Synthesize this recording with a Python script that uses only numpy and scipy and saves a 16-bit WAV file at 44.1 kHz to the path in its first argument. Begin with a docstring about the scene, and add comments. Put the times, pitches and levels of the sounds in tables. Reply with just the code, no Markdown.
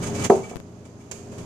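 """Candy bar in a vending machine

A vending machine hums and its fan rushes. A wrapped candy bar scrapes down inside, crinkling and
ringing the wire coils, then thuds into the sheet-metal tray, skids and settles. Handling makes the
left microphone pop, and later something clicks against the machine's front.
An automatic volume control turns the hum down at the thud and lets it swell back."""
import sys
import numpy as np
from scipy import signal
from scipy.fft import rfft, irfft
from scipy.io import wavfile
from scipy.ndimage import uniform_filter1d, minimum_filter1d

SR = 44100
rng = np.random.default_rng(int(sys.argv[2]) if len(sys.argv) > 2 else 0)


def master_out(mix):
    """Clip the mix to full scale and print it as 16-bit PCM to the path in sys.argv[1]."""
    frames = np.transpose(np.atleast_2d(mix))
    ceiling = np.clip(frames, -1, 1)
    pcm = np.round(ceiling * 32767).astype(np.int16)
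    wavfile.write(sys.argv[1], SR, pcm)


N = 63945
TIME = np.arange(N) / SR
FREQS = np.fft.rfftfreq(2 * N, 1 / SR)

# How alike noise is on the left and right: f/Hz, likeness (1 = the same, 0 = unrelated)
STEREO_LIKENESS = [(30, 1), (100, 0.76), (300, 0.94), (640, 0.71), (1400, 0), (3000, 0.046), (15000, 0.3)]
# Tones of the compressor and fan: f/Hz, level/dB
HUM_TONES = [(91.3, -36.5), (119.6, -35), (177.4, -37.5), (226.5, -38.5), (258, -45), (409.2, -40.5),
             (635, -54)]
# Tone colour of the fan's rushing air: f/Hz, level/dB
FAN_COLOUR = [(20, -15.5), (55, -9), (90, -5.5), (230, -3.5), (330, -5), (450, -10.5), (600, -9.5),
              (800, -16.5), (1200, -21), (2000, -28.5), (3000, -29.5), (4200, -30.5), (6500, -39.5),
              (9000, -47.5), (14000, -47)]
# Scrapes and small clicks (t60 is the time a sound takes to fade by 60 dB):
# peak t/s, wrapper level/dB, rise/s, t60/s, cabinet level/dB, wire level/dB
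SCRAPE_EVENTS = [(0.042, -33.5, 0.021, 0.11, -42, -38.5), (0.073, -35.5, 0.0079, .12, -31.5, -69),
                 (0.157, -35.5, 0.014, 0.35, -54, -51), (0.204, -38, 0.011, 0.19, -29, -42),
                 (0.224, -40, 0.0059, .20, -33, -36), (0.249, -25, 0.0076, 0.14, -33.5, -45),
                 (0.3, -20, 0.0033, 0.36, -11, -50), (0.355, -33.5, 0.0014, 0.19, -19.5, -55),
                 (0.442, -34.5, 0.0091, 0.35, -36, -30), (0.501, -31.5, 0.0091, 0.13, -34, -50),
                 (0.858, -38, 0.0093, 0.13, -49, -46), (1.010, -43.5, 0.015, 0.35, -42, -45),
                 (1.160, -39, 0.0059, 0.097, -51, -42), (1.207, -49.5, 0.01, 0.04, -56, -53),
                 (1.323, -39.5, 0.0067, 0.34, -32, -77), (1.386, -37, .006, 0.18, -33.5, -45)]
# Tone colour of the crinkling wrapper: f/Hz, level/dB
WRAPPER_COLOUR = [(150, -13), (500, 4), (1000, 3.5), (1500, 3.5), (2200, 2.5), (3000, 2.5), (4200, -1.5),
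                  (6500, -6.5), (9000, -9.5), (12000, -18), (15000, -3)]
# Tone colour of a bump on the cabinet: f/Hz, level/dB
BUMP_COLOUR = [(25, -33), (60, -19), (90, 2), (220, 8.5), (320, -2), (600, -4), (1200, -12.5), (4000, -92)]
# Ringing of the wire coils and shelf: f/Hz, width/Hz, level/dB
WIRE_RINGS = [(1244, 84, -3), (2288, 38, 2), (3010, 54, -7.5), (3385, 53, -4.5), (4630, 81, -28)]
# Blows of the bar on the tray: t/s, level/dB, contact time/s
TRAY_BLOWS = [(0.2988, 5, 0.00064), (0.3013, 16.5, 0.00041), (0.397, -10, 0.0017), (0.514, -10.5, 0.00056),
              (0.5330, -15, 0.00017), (1.112, -15, 0.0009)]
# The tray's own ringing tones: f/Hz, left level/dB, right level/dB, t60/s
TRAY_TONES = [(195.2, -27, -17.5, 0.21), (223, -20, -15.5, 0.19), (353, -21, -21, 0.31),
              (390.6, -11, -10.5, 0.26), (435.4, -20.5, -19, 0.34), (463, -16.5, -17, 0.26),
              (535.7, -14.5, -26, 0.22), (632, -18, -21, 0.29), (690, -2.5, -10.5, 0.1),
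              (771, -16, -19.5, 0.24), (898, -17, -24, 0.19), (990, -20, -15.5, 0.12),
              (1150, -17, -19, 0.048), (1287, -26, -19, 0.1)]
# The tray's floor gives under a blow and stops at once: f/Hz, level/dB, t60/s
THUMP_TONES = [(245, -7, 0.024), (435, -1, 0.028), (676, -5, 0.059)]
# Tone colour of the panels' many close-packed tones: f/Hz, level/dB
PANEL_COLOUR = [(100, -20), (200, -13), (400, 8), (700, 5.5), (1000, 0), (1400, -8), (2200, -28),
                (4000, -44), (9000, -62)]
# Handling pops in the left microphone: t/s, level/dB
HANDLING_POPS = [(0.5585, -2.5), (0.5668, -8.5), (0.5695, -5.5), (0.6016, -9)]
# Tone colour of the hard plastic click: f/Hz, level/dB
CLICK_COLOUR = [(200, -16), (380, 8), (530, 11.5), (850, 0.5), (1400, -3.5), (1670, 1), (2000, -1),
                (2500, 3), (4000, 0.5), (6500, -6), (9000, -12), (12000, -20), (14000, -4.5)]
# Tone colour of the two microphones: f/Hz, left level/dB, right level/dB
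MIC_COLOUR = [(1030, -0.5, -0.5), (2610, -1, -1), (4290, -11, -1.5), (4770, -4.5, 5), (5240, -11.5, 5),
              (6140, -7.5, 12), (6460, -15, 17), (7050, -10, 14), (7500, -7, 14), (8000, -11, 10),
              (9030, -13, 9.5), (12100, -16, 5), (14900, -38, -12.5)]


def amp(db):
    """Turns decibels into a number to multiply by."""
    return 10 ** (np.asarray(db) / 20)


def unit(x):
    """Scales a signal to an average power of 1."""
    return x / np.sqrt(np.mean(x ** 2) + 1e-20)


def curve(table, column=1):
    """Joins a table's points into a value for every frequency, on a log scale."""
    table = np.array(table)
    return np.interp(np.log(FREQS + 1), np.log(table[:, 0]), table[:, column])


def shape(x, gain):
    """Turns each frequency up or down by its own gain."""
    return irfft(rfft(x, 2 * N) * gain)[..., :N]


def noise(gain):
    """Stereo noise with a given tone colour, most alike on both sides in the bass."""
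    shared, separate = rng.standard_normal((2, N))
    likeness = curve(STEREO_LIKENESS)
    left = shape(shared, gain)
    right = shape(shared, gain * likeness) + shape(separate, gain * np.sqrt(1 - likeness ** 2))
    return unit(np.array([left, right]))


def fade(t, t60):
    """Stays at 1 until t = 0, then falls 60 dB every t60 seconds."""
    return np.exp(-np.log(1000) * np.maximum(t, 0) / t60)


def convolve(x, response):
    """Lets every sample of x set off a copy of a stereo response."""
    return signal.fftconvolve(np.atleast_2d(x), response, axes=1)[:, :N]


def machine_hum(air_db=-31.5, waver_hz=4.1, waver_db=2, drift_rad=0.51):
    """The compressor and fan hum in wavering tones over the rush of air."""
    out = amp(air_db) * noise(amp(curve(FAN_COLOUR)))
    slow_only = np.exp(-(FREQS / waver_hz) ** 2)
    for hz, db in HUM_TONES:
        swell, drift = unit(shape(rng.standard_normal((2, N)), slow_only))
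        phase = 2 * np.pi * (hz * TIME + rng.random()) + drift_rad * drift
        out += np.sqrt(2) * amp(db + waver_db * swell) * np.sin(phase)
    return out


def scrapes(crinkles_per_s=4000, spread_db=-4, crinkle_share=0.19):
    """Each touch crinkles the wrapper, bumps the cabinet and sets the wire coils ringing."""
    # The wrapper is tiny snaps of random strength mixed with a smooth hiss.
    snaps = rng.random(N) < crinkles_per_s / SR
    strength = amp(spread_db * np.minimum(rng.exponential(1, N), 4))
    colour = amp(curve(WRAPPER_COLOUR))
    crinkle = unit(shape(snaps * strength * rng.standard_normal((2, N)), colour))
    wrapper = np.sqrt(crinkle_share) * crinkle + np.sqrt(1 - crinkle_share) * noise(colour)
    bump = noise(amp(curve(BUMP_COLOUR)))
    wire_peaks = sum(amp(db) / (1 + (2 * (FREQS - hz) / width) ** 2) for hz, width, db in WIRE_RINGS)
    wire = noise(wire_peaks)
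    out = np.zeros((2, N))
    for peak_s, wrapper_db, rise_s, t60, bump_db, wire_db in SCRAPE_EVENTS:
        age = TIME - peak_s
        rise = np.exp(-(np.minimum(age, 0) / rise_s) ** 2)
        mix = amp(wrapper_db) * wrapper + amp(bump_db) * bump + amp(wire_db) * wire
        out += rise * fade(age, t60) * mix
    return out


def room_echo(x, level_db=-5, t60=0.47):
    """The room's echoes blur into a fading tail, different at each microphone."""
    tail = rng.standard_normal((2, N)) * fade(TIME, t60)
    return amp(level_db) * convolve(x, tail / np.linalg.norm(tail[0]))


def tray_thuds(spread_rad=1.6, bass_cut_hz=184):
    """Soft blows ring the tray, clatter the panels and echo in the hollow cabinet."""
    force = np.zeros(N)
    for hit_s, db, contact_s in TRAY_BLOWS:
        push = np.exp(-(2 * (TIME - hit_s) / contact_s) ** 2)
        force += amp(db) * push / push.sum()
    # Bending waves travel at different speeds, so the tones do not swing in step.
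    ring = np.zeros((2, N))
    for k, (hz, left_db, right_db, t60) in enumerate(TRAY_TONES):
        tone = np.sin(2 * np.pi * hz * TIME + spread_rad * k ** 2)
        ring += amp([[left_db], [right_db]]) * tone * fade(TIME, t60)
    thump = sum(amp(db) * np.sin(2 * np.pi * hz * TIME) * fade(TIME, t60) for hz, db, t60 in THUMP_TONES)
    panel_fade = amp(-9.5) * fade(TIME, t60=0.018)
    cabinet_fade = amp(-21.5) * fade(TIME, t60=0.41)
    clatter = noise(amp(curve(PANEL_COLOUR))) * (panel_fade + cabinet_fade)
    # Thin metal gives off little bass.
    bass_cut = signal.butter(2, bass_cut_hz, "high", fs=SR, output="sos")
    return signal.sosfilt(bass_cut, convolve(force, ring + thump + clatter))


def handling_pops(decay_s=0.0025, swing_hz=111.6):
    """Handling the left microphone makes sudden jumps in pressure that leak away at once."""
    left = np.zeros(N)
    for start_s, db in HANDLING_POPS:
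        age = np.maximum(TIME - start_s, 0)
        jump = amp(db) * (TIME >= start_s)
        left += jump * np.exp(-age / decay_s) * np.cos(2 * np.pi * swing_hz * age)
    return np.array([left, np.zeros(N)])


def plastic_click(start_s=1.1128, level_db=-16, rise_s=0.00098, hold_s=0.0054, t60=0.047):
    """Hard plastic snaps at the machine's front and breaks into a short, dense rattle."""
    age = TIME - start_s
    loudness = amp(level_db) * np.clip(age / rise_s, 0, 1) * fade(age - hold_s, t60)
    return loudness * noise(amp(curve(CLICK_COLOUR)))


def scene():
    """All the sounds reach a dull left microphone and a bright right one."""
    contacts = scrapes() + plastic_click()
    sound = contacts + room_echo(contacts) + tray_thuds() + machine_hum()
    mic_gains = amp([curve(MIC_COLOUR, column=1), curve(MIC_COLOUR, column=2)])
    return shape(sound, mic_gains) + handling_pops()


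def record(dry):
    """Turns loud moments down, recovers slowly, rounds off peaks and cuts the highest treble."""
    limit_db, recover_db_per_s = -3.5, 17
    average_s, look_ahead_s, ramp_s, hold_s = 0.0054, 0.019, 0.032, 0.77
    ceiling, treble_cut_hz = 0.96, 15100
    power = abs(uniform_filter1d((dry ** 2).mean(0), int(average_s * SR)))
    excess_db = np.maximum(10 * np.log10(power + 1e-12) - limit_db, 0)
    coming_db = np.interp(TIME + look_ahead_s, TIME, excess_db)
    # Hold the biggest recent cut in volume, then let it go at a steady rate.
    span = int(hold_s * SR) | 1
    held_db = -minimum_filter1d(-coming_db, span, mode="constant", origin=span // 2)
    recovery_db = recover_db_per_s * TIME
    cut_db = np.maximum.accumulate(held_db + recovery_db) - recovery_db
    turned_down = dry * amp(-uniform_filter1d(cut_db, int(ramp_s * SR)))
    rounded = turned_down / (1 + (turned_down / ceiling) ** 8) ** (1 / 8)
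    treble_cut = signal.firwin(401, treble_cut_hz, window=("kaiser", 8), fs=SR)
    return signal.oaconvolve(rounded, treble_cut[None], "same")


dry = scene()
out = record(dry)
master_out(out)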